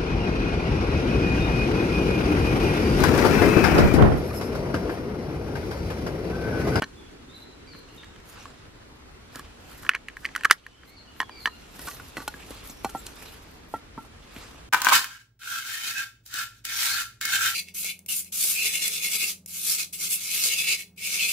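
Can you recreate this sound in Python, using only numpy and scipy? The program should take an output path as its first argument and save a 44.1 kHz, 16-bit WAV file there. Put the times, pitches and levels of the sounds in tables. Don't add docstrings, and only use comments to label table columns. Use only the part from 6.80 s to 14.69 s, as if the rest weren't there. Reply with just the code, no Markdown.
import sys
import numpy as np
from scipy import signal
from scipy.fft import rfft, irfft, next_fast_len
from scipy.io import wavfile
from scipy.ndimage import uniform_filter1d

SR = 44100
rng = np.random.default_rng(int(sys.argv[2]) if len(sys.argv) > 2 else 0)


def wav_out(sig):
    wavfile.write(sys.argv[1], SR, np.round(np.clip(np.atleast_2d(sig).T, -1, 1) * 32767).astype(np.int16))


N = 347949

# (t/s, sleeve swish level/dB)
MOVING = [(0, -60), (.6, -64.5), (1.2, -57.5), (1.4, -60), (1.6, -47), (1.85, -62.5), (2.35, -79),
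          (2.57, -51.5), (2.75, -61.5), (2.95, -51), (3.2, -59.5), (3.702, -53), (3.949, -57), (4.5, -59.5),
          (5.05, -48.5), (5.45, -55.5), (5.75, -46.5), (6.0, -57), (6.42, -46.5), (6.8, -60.5), (7.3, -65),
          (7.62, -46), (7.89, -62.5)]
# (f/Hz, likeness from -1 to 1)
SAME = [(60, 1), (130, 0.8), (290, 0.36), (640, -0.12), (1410, 0.11), (3100, -0.31), (6820, -0.54),
        (15000, -1.04)]
UPPER_PANEL = 1.61


def gain_of(db):
    return 10 ** (np.asarray(db) / 20)


def evened(x):
    return x / np.sqrt(np.mean(x ** 2) + 1e-20)


def read(points, hz):
    f, value = np.transpose(points)
    return np.interp(np.log(hz + 1), np.log(f + 1), value)


def level(curve):
    return gain_of(np.interp(np.arange(N) / SR, *np.transpose(curve)))


def add(mix, s, sound):
    part = mix[round(s * SR):][:len(sound)]
    part += sound[:len(part)]


def noise(colour, same, patchy_db, flicker_db, size=512):
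    frames = 4 * N // size + 5
    hz = np.fft.rfftfreq(size, 1 / SR)
    a, b, c, d, patches = rng.standard_normal((frames, len(hz), 5)).T
    patches = uniform_filter1d(patches, size=8, axis=0)
    patches = evened(uniform_filter1d(patches, size=10000 // size, axis=1))
    flicker = evened(uniform_filter1d(rng.standard_normal(frames), size=3))
    likeness = np.clip(same(hz), -1, 1)[:, None]
    left = a + 1j * b
    right = likeness * left + np.sqrt(1 - likeness ** 2) * (c + 1j * d)
    spectra = np.array([left, right])
    spectra *= gain_of(read(colour, hz)[:, None] + patchy_db * patches + flicker_db * flicker)
    return evened(signal.istft(spectra, nperseg=size, noverlap=3 * size // 4)[1][:, :N])


def background_likeness(hz):
    return read(SAME, hz)


def scatter(x, t60, first):
    taps = np.zeros((2, round(SR * .4)))
    at = np.arange(first, taps.shape[1] - 20, 20)
    at = at + rng.integers(0, 20, (2, len(at)))
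    tap_gain = rng.choice([-1., 1.], at.shape) * gain_of(-60 * at / SR / t60)
    np.put_along_axis(taps, at, tap_gain, 1)
    return signal.fftconvolve(x[None], taps / np.linalg.norm(taps[0]), axes=1)[:, :N]


def from_right(x, lag, pan_db):
    size = next_fast_len(N)
    delay = np.exp(-2j * np.pi * np.fft.rfftfreq(size) * lag)
    late = irfft(rfft(x[0], size) * delay, size)[:N]
    return np.array([late * gain_of(pan_db / 2), x[-1] * gain_of(-pan_db / 2)])


def ringing(modes, hz, reach_db, bend=0, uneven_db=0):
    t = np.arange(SR // 6) / SR
    mode_hz, mode_db, mode_t60 = np.array(modes).T[:, :, None]
    phase, shift, share = rng.uniform(-0.98, 1, (3, *mode_hz.shape))
    octaves_away = abs(np.log2(mode_hz / hz))
    near_db = mode_db - reach_db * octaves_away + uneven_db * share
    turns = mode_hz * (1 + bend * shift) * t + phase
    return (gain_of(near_db - 60 * t / mode_t60) * np.sin(2 * np.pi * turns)).sum(0)


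def blows(rows, modes, reach_db, flex, crack_t60, crack_top_hz, rise, upper_db=-60, settle=99, **grip):
    # (f/Hz, level/dB, time to fall 60 dB/s)
    stump_modes = [(125, -11.5, 0.077), (210, -8.5, .04), (278, -1.5, .035), (404, -3, 0.016),
                   (556, -10, 0.024), (707, -10, 0.025)]
    linger_t60 = 0.054
    out, t = np.zeros(N), np.arange(SR // 6) / SR
    treble = signal.butter(3, [2100, min(crack_top_hz, 16000)], "band", fs=SR, output="sos")
    for s, db, hz, upper_hz, crack_db, thud_db, linger_db, ring_db in rows:
        upper_turns = hz * t + (upper_hz - hz) * settle * (1 - np.exp(-t / settle))
        first_panel = np.sin(2 * np.pi * hz * t)
        wave = first_panel + gain_of(upper_db) * np.sin(2 * np.pi * upper_turns)
        panel = (t * hz / flex * np.exp(1 - t * hz / flex)) ** 2 * wave
        linger = gain_of(linger_db - 60 * t / linger_t60) * first_panel
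        thud = gain_of(thud_db) * ringing(stump_modes, hz, reach_db=0, bend=.08, uneven_db=3.0)
        hiss = evened(signal.sosfilt(treble, rng.standard_normal(len(t))))
        crack = gain_of(crack_db - 60 * t / crack_t60) * hiss
        ring = gain_of(ring_db) * ringing(modes, hz, reach_db, **grip)
        onset = (1 - np.exp(-t / rise)) ** 2
        add(out, s, gain_of(db) * (panel + onset * (ring + linger + thud + crack)))
    return out


def paired(rows, *more):
    return [(s, db, hz, UPPER_PANEL * hz, *rest, *more) for s, db, hz, *rest in rows]


def scrapes(rows, modes, reach_db):
    out, body = np.zeros(N), signal.butter(2, [800, 7500], "band", fs=SR, output="sos")
    for s, length, db, hz, grit_db in rows:
        count = round(length * SR)
        rubbing = rng.standard_normal(count) * rng.exponential(1, count)
        rubbing *= signal.windows.tukey(count, .5)
        rung = signal.fftconvolve(rubbing, ringing(modes, hz, reach_db))
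        add(out, s, gain_of(db) * evened(rung))
        add(out, s, gain_of(db + grit_db) * evened(signal.sosfilt(body, rubbing)))
    return out


def strokes(rows):
    power = np.zeros(N + SR)
    for s, length, db in rows:
        add(power, s - length / 2, gain_of(2 * db) * np.hanning(round(length * SR)) ** 2)
    return np.sqrt(power[:N])


def grainy(x, per_s, depth):
    catches = (rng.random(N) < per_s / SR) * np.minimum(rng.exponential(1, N), 2)
    surges = signal.lfilter([1], [1, -np.exp(-1 / (0.0074 * SR))], catches)
    return x * evened(1 + depth * surges)


def wood_air():
    # (f/Hz, relative level per Hz/dB)
    air_colour = [(12, -71.5), (20, -17), (53, -1.5), (177, -11.5), (234, -10.5), (270, -8.5), (377, -18),
                  (459, -16), (1190, -18.5), (1370, -18), (4420, -27), (12800, -42.5), (16000, -76.5)]
    air = noise(air_colour, background_likeness, patchy_db=1.5, flicker_db=.8, size=2048)
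    return gain_of(-49.5) * air


def low_wash():
    # (f/Hz, relative level per Hz/dB)
    wash_colour = [(60, -23.5), (150, -6.5), (300, 2), (450, 0), (600, -29.5), (1000, -53)]
    # (t/s, level/dB)
    wash_level = [(0, -52.5), (1.25, -53), (1.45, -58.5), (2.2, -59), (3.1, -55), (3.8, -59.5), (4.6, -55),
                  (5.1, -60), (6, -53.5), (6.6, -58), (7.2, -60.5), (7.89, -59.5)]
    return level(wash_level) * noise(wash_colour, background_likeness, patchy_db=1.2, flicker_db=.4)


def traffic_rumble():
    # (f/Hz, relative level per Hz/dB)
    rumble_colour = [(20, -25.5), (38, -9), (50, 8.5), (62, -10), (100, -10.5), (130, -28.5)]
    # (t/s, level/dB)
    rumble_level = [(0, -54.5), (.7, -60), (1.3, -60), (2.2, -60), (2.7, -56), (3.8, -58.5), (4.7, -57),
                    (5.7, -51.5), (6.2, -50.5), (6.9, -61), (7.89, -53)]
    rumble = noise(rumble_colour, background_likeness, patchy_db=1.2, flicker_db=.6, size=4096)
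    return level(rumble_level) * rumble


def birds():
    # (t/s, length/s, start f/Hz, end f/Hz, level/dB, octave below relative to the note/dB)
    notes = [(0.152, 0.15, 3465, 3330, -58, -21), (0.487, 0.054, 3570, 3920, -53, -20),
             (0.523, 0.099, 3945, 4000, -48, -28), (0.601, .055, 3960, 4020, -52, -24),
             (.655, .095, 4030, 4010, -56, -20), (0.768, 0.13, 3990, 4020, -68, -26),
             (0.869, 0.058, 4700, 4600, -52, -3), (0.906, 0.033, 4510, 4360, -46, -21),
             (0.922, 0.092, 4190, 4190, -50, -18), (0.521, 0.16, 3630, 3730, -60.5, -30),
             (1.096, 0.021, 4200, 4210, -56, -20), (1.085, .035, 2830, 2790, -55, -23),
             (1.133, 0.09, 2880, 2730, -58, -20), (1.176, 0.036, 3700, 3580, -46.5, -16),
             (1.198, .014, 3630, 2800, -56, -20), (1.227, 0.054, 3740, 3760, -57, -20),
             (3.84, 0.019, 2920, 3470, -48, -10), (3.876, 0.12, 3020, 2980, -57, -20.5),
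             (3.958, 0.092, 3230, 3040, -59, -21), (4.071, 0.072, 4090, 4520, -54.5, 0),
             (4.13, 0.039, 4470, 4580, -59, 4), (4.162, 0.039, 4520, 4450, -47.5, -26),
             (4.174, 0.064, 4200, 4170, -51.5, -23), (4.32, .06, 4210, 4200, -62.5, -24),
             (4.266, 0.11, 2940, 2750, -56, -18.5), (4.437, 0.038, 3400, 3280, -51, -18),
             (4.503, 0.047, 4870, 4630, -50, -3), (4.548, 0.068, 4730, 4500, -48.5, -4.5),
             (4.595, 0.099, 4340, 3990, -45, -15), (4.601, 0.046, 4470, 4260, -58, -23),
             (4.699, 0.094, 4300, 4200, -59, -25), (4.689, 0.082, 2890, 2730, -52.5, -7)]
    out = np.zeros(N)
    for s, length, start_hz, end_hz, db, under_db in notes:
        u = np.linspace(0, 1, round(length * SR))
        waver, husk = uniform_filter1d(rng.standard_normal((2, len(u))), size=160, axis=1)
        pitch = (start_hz + (end_hz - start_hz) * u) * (1 + .013 * evened(waver))
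        turns = np.cumsum(pitch) / SR
        tone = np.sin(2 * np.pi * turns) + gain_of(under_db) * np.sin(np.pi * turns)
        fade_db = 4 * evened(husk) - 8 * u
        add(out, s, gain_of(db + fade_db) * tone * signal.windows.tukey(len(u), .3))
    return out + gain_of(1) * scatter(out, t60=.45, first=200)


def sleeve():
    # (f/Hz, relative level per Hz/dB)
    swish_colour = [(240, -43.5), (400, -4.5), (567, -9.5), (745, -8.5), (1270, -8.5), (2030, -12.5),
                    (2580, -9.5), (7930, -20.5), (15000, -38.5)]
    swish = noise(swish_colour, lambda hz: 0.58 + 0 * hz, patchy_db=2.5, flicker_db=-1.3)
    return level(MOVING) * grainy(swish, per_s=53.0, depth=0.32)


def treble_hiss():
    # (f/Hz, relative level per Hz/dB)
    hiss_colour = [(2000, -26), (4000, -8.5), (6000, -10), (9000, -8.5), (12000, -2.5), (14500, -7),
                   (15600, -29)]
    # (middle t/s, level/dB)
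    hiss_bursts = [(.6, -59), (.97, -64), (1.16, -63), (1.503, -53), (2.57, -55), (3.04, -61), (3.42, -55),
                   (4.09, -55.5), (4.4, -55.5), (4.64, -53.5), (5.27, -50), (5.41, -50.5), (5.7, -51.5),
                   (5.89, -45.5), (6.09, -51), (6.19, -47), (6.28, -50), (6.42, -52), (6.52, -55),
                   (6.72, -61), (6.94, -53), (7.22, -59.5), (7.57, -52), (7.72, -59.5)]
    # (middle t/s, length/s, level/dB)
    drags = [(2.2, 1.5, -75), (2.954, 0.4, -53.5), (5.075, 0.39, -43), (5.7, 3.65, -59)]
    burst_s = 0.15
    s, db = np.transpose(MOVING)
    grip = level(np.transpose([s, -61.5 + 1.5 * (db - db.max())]))
    amount = np.hypot(grip, strokes([(s, burst_s, db) for s, db in hiss_bursts] + drags))
    hiss = noise(hiss_colour, lambda hz: 0.34 + 0 * hz, patchy_db=2.5, flicker_db=2.0)
    return amount * grainy(hiss, per_s=79.0, depth=0.57)


def outer_mug():
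    # (f/Hz, level/dB, time to fall 60 dB/s)
    mug_modes = [(815, 1, .035), (897, -2, .06), (960, -5, .035), (1352, -4, .125), (1890, -19, .09),
                 (1965, -21, .09), (2680, -25, .07), (3255, -23, .08)]
    # (t/s, level/dB, panel f/Hz, then relative to it: crack/dB, thud/dB, lingering panel/dB)
    mug_knocks = [(6.093, -35, 1340, -3, -18, -30), (6.149, -21, 780, -25, -4, -1.5),
                  (6.939, -17.5, 715, -33, -3, -19), (6.96, -38, 1900, -12, 8, -7),
                  (7.177, -29, 1090, -27, 1.5, -23), (7.182, -33, 890, -27, -1, -3),
                  (7.248, -46, 890, -7, -17, -12)]
    rows = paired(mug_knocks, -4.5)
    return blows(rows, mug_modes, reach_db=1.5, flex=0.74, crack_t60=0.062, crack_top_hz=13500,
                 rise=0.0015, bend=.004, uneven_db=-0.5)


def inner_cup():
    # (f/Hz, level/dB, time to fall 60 dB/s)
    cup_modes = [(757, -10, .07), (890, -9, .04), (1160, -7, .05), (1470, -5, .05), (1930, -10, .05),
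                 (2650, -12, .05), (3250, -16, .05), (4230, -5, .06), (5450, -17, .16), (5980, -7, .045),
                 (6700, -9, .05), (7400, -14, .07), (7950, -8, .04), (11500, -8, .025)]
    # (t/s, level/dB, panel f/Hz, then relative to it: crack/dB, thud/dB, lingering panel/dB,
    # ring/dB, low where fingers damp the wall)
    cup_knocks = [(4.992, -35.5, 1830, 4, -2, -30, 5), (5.073, -29.5, 1200, -2, -2.5, -20, -6),
                  (5.084, -29, 1110, 1, -13, -14, -7), (5.113, -31.5, 2550, -18, -22, -17, -2),
                  (5.168, -36.5, 1500, -2, -10, -20, -5), (5.199, -29.5, 1410, -10, -11, -18, -5),
                  (5.369, -20.5, 1990, -9, -1.5, -11, 1), (5.38, -23.5, 1140, -11, -4, -8, -4),
                  (5.403, -30.5, 1490, -23, 1, -4, -1), (5.418, -35.5, 760, -18, -23, 0, 10),
                  (5.478, -23, 3080, 4, -6.5, -14, -3), (5.478, -23.5, 843, -36, -26, -5, -17),
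                  (5.4785, -26, 1453, -30, -28, -0.5, -20), (5.541, -28, 1660, -39, -7, -8, -16),
                  (5.706, -32.5, 500, -1, 3, -22, -21), (5.897, -32.5, 8100, -4, -1.5, -26, 2.5),
                  (5.481, -46, 4150, -20, -18, 8, -10), (6.046, -23, 2320, 0, -17, -12, 2.5),
                  (6.0465, -14, 860, -18, -7.5, -13.5, -18), (6.054, -23, 790, -28, -3, 2, 3.5),
                  (6.265, -28, 5940, 4, -10, -15, -5.5), (6.423, -35, 1850, -34, -5, -20, -8),
                  (7.564, -28.5, 2390, -21, -3.5, -20, -9), (7.745, -44, 1230, -21, 6, -20, -5)]
    # (t/s, length/s, level/dB, favoured f/Hz, bare grit relative to it/dB)
    cup_scrapes = [(4.986, 0.17, -60, 1870, 4), (5.072, 0.022, -46.5, 1310, 0.5),
                   (5.374, 0.066, -59.5, 990, 8), (5.85, 0.24, -64, 5400, -30),
                   (6.169, 0.028, -58, 7340, -23)]
    knocks = blows(paired(cup_knocks), cup_modes, reach_db=10.0, flex=0.65, crack_t60=0.019,
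                   crack_top_hz=14200, rise=0.00082, bend=0.0058, uneven_db=2.5)
    return knocks + scrapes(cup_scrapes, cup_modes, reach_db=72.0)


def lid():
    # (f/Hz, level/dB, time to fall 60 dB/s)
    lid_modes = [(435, -11.5, 0.027), (1057, -5, 0.037), (1300, -2, 0.013), (1680, 2.5, 0.021),
                 (1846, -2.5, 0.034), (2292, -6, 0.025), (3010, 4.5, 0.012), (3310, -7.5, 0.021),
                 (3950, -10, 0.025), (4450, -3, 0.02), (5140, -11, 0.02), (5960, -11, 0.03),
                 (6460, -18, 0.0492), (7600, -17, 0.011)]
    # (t/s, level/dB, panel f/Hz, second panel f/Hz, crack relative to level/dB)
    lid_pops = [(3.032, -40, 1440, 1960, 4.5), (3.049, -36, 1180, 1920, -2),
                (3.065, -30.5, 1800, 2300, -20), (3.0916, -10, 2550, 2740, -5.5),
                (3.0922, -7.5, 1504, 2300, -34), (3.112, -30, 1880, 2500, -42),
                (3.116, -29, 1980, 2100, -34), (3.135, -20, 1950, 2250, -30), (3.146, -22, 2010, 2200, -35),
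                (3.1494, -10.5, 2210, 1740, -16.5), (3.155, -31, 1120, 1860, -30),
                (3.159, -23.5, 1930, 2290, -22), (3.284, -21, 1910, 2670, -13.5),
                (3.299, -38, 1830, 2500, -28), (3.368, -26.5, 1640, 2150, -13.5),
                (3.446, -28, 1700, 2280, -7), (3.452, -13, 2050, 2600, -26), (3.459, -24, 1870, 2560, -6),
                (3.488, -33, 1960, 2440, -18), (3.551, -19.5, 1980, 2430, -15),
                (3.561, -15.5, 1485, 1830, -5), (3.578, -35, 1890, 2500, -8),
                (3.609, -30.5, 1820, 2400, -11.5), (3.635, -25.5, 1590, 3200, -7),
                (3.64, -35, 1690, 2200, -31.5), (3.646, -19.5, 1740, 2420, -13),
                (3.648, -14, 1470, 2230, -2), (3.6516, -6.5, 1720, 2110, -20.5),
                (3.6539, -5, 1313, 1650, -12.5), (3.699, -16.5, 1465, 3100, -14.5),
                (3.702, -28, 1610, 3120, -16), (3.705, -13.5, 1830, 1450, -18), (3.7097, 4, 1370, 1173, 0),
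                (3.7119, 2, 1950, 1700, -24), (3.715, -23.5, 1340, 1900, -13.5),
                (3.865, -26.5, 1830, 2370, -9.5), (4.034, -35.5, 1615, 1950, -31)]
    # (t/s, level/dB, panel f/Hz, then relative to it: crack/dB, thud/dB,
    # lingering panel/dB)
    lid_knocks = [(0.0197, -22.5, 870, -20, 0.5, -15), (.0215, -20.5, 1505, -8, -13, -3),
                  (.0275, -25.5, 1550, -13, 4, -3), (0.035, -27, 1430, -24, -5, -23),
                  (.041, -26, 4150, -16, -10, -17), (.935, -48, 1950, -20, -10, -12),
                  (.949, -41.5, 1280, -22, 3, -20), (1.233, -38, 1700, -30, -25, -2),
                  (1.244, -42.5, 1700, -3.5, -19, -20), (1.361, -42.5, 1760, -6, -22, -27),
                  (1.4, -48, 1800, -1, -22, -20), (1.655, -38.5, 1120, -30, -2, 1.5),
                  (2.557, -39, 1270, 11, 12, -20), (2.594, -35, 1150, 2.5, -8, -4),
                  (2.918, -42.5, 1350, -21, -6, -10), (4.364, -45, 1920, -20, -24, -20),
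                  (4.402, -17.5, 1866, -7, -17.5, 0), (4.4025, -18.5, 1037, -30, -30, -1),
                  (4.414, -27, 1040, -3.5, -21, -12), (4.429, -27, 1060, -26, -23, -10),
                  (4.494, -32.5, 940, -14, -27, -28), (4.657, -12, 1765, -16, -20, -18),
                  (4.673, -19.5, 1250, -30, -40, -6), (4.676, -27, 1024, -12, -16, 1)]
    # (t/s, length/s, level/dB, favoured f/Hz, bare grit relative to it/dB)
    lid_rubs = [(2.54, 0.037, -53, 1290, -3), (2.568, 0.043, -59, 1500, -11),
                (3.03, 0.059, -55.5, 1210, -4), (3.097, 0.037, -47, 1850, -25),
                (3.134, 0.031, -48, 1080, -22), (3.152, 0.018, -48, 1850, -20),
                (3.42, 0.063, -54.5, 1900, -1), (3.565, 0.049, -61, 1700, 2),
                (3.712, 0.024, -37.5, 1900, 11.5), (4.403, 0.026, -41.5, 1780, -17),
                (4.658, 0.023, -38.5, 1700, -15)]
    thud_db, linger_db = -32, -16.5
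    thin = dict(crack_t60=0.015, crack_top_hz=13440, rise=0.00035, bend=.02, uneven_db=4.0)
    pop_rows = []
    for s, db, hz, upper_hz, crack_db in lid_pops:
        ring_db = -12 - 0.18 * db
        pop_rows.append((s, db, hz, upper_hz, crack_db, thud_db, linger_db, ring_db))
    knock_rows = paired(lid_knocks, -2.5)
    pops = blows(pop_rows, lid_modes, reach_db=5.0, flex=1.91, upper_db=-2.5, settle=0.0041, **thin)
    knocks = blows(knock_rows, lid_modes, reach_db=4.0, flex=1.06, upper_db=-9.5, **thin)
    return pops + knocks + scrapes(lid_rubs, lid_modes, reach_db=21.0)


def scene():
    background = wood_air() + low_wash() + traffic_rumble() + birds()
    hits = outer_mug() + inner_cup() + lid()
    hits = signal.sosfilt(signal.butter(2, 130, "high", fs=SR, output="sos"), hits)
    near = hits + gain_of(-20.0) * scatter(hits, t60=0.11, first=60)
    near += sleeve() + treble_hiss()
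    return background + from_right(near, lag=1.14, pan_db=-1.3)


def record(dry):
    dry = signal.sosfilt(signal.butter(4, 14800, fs=SR, output="sos"), dry)
    power_db = 10 * np.log10(abs(uniform_filter1d((dry ** 2).mean(0), size=200)) + 1e-12)
    fall = np.arange(N) * 30.6 / SR
    held_db = np.maximum.accumulate(power_db + fall) - fall
    over_db = np.maximum(held_db + 23.5, 0)
    smooth_over_db = signal.lfilter([1 / 300], [1, 1 / 300 - 1], over_db)
    ducked = dry / gain_of(0.33 * smooth_over_db)
    flattened = np.clip(ducked, -1, 1)
    band_limit = signal.firwin(511, 16400, window=("kaiser", 9), fs=SR)
    return signal.oaconvolve(flattened, band_limit[None], "same")


dry = scene()
out = record(dry)
wav_out(out)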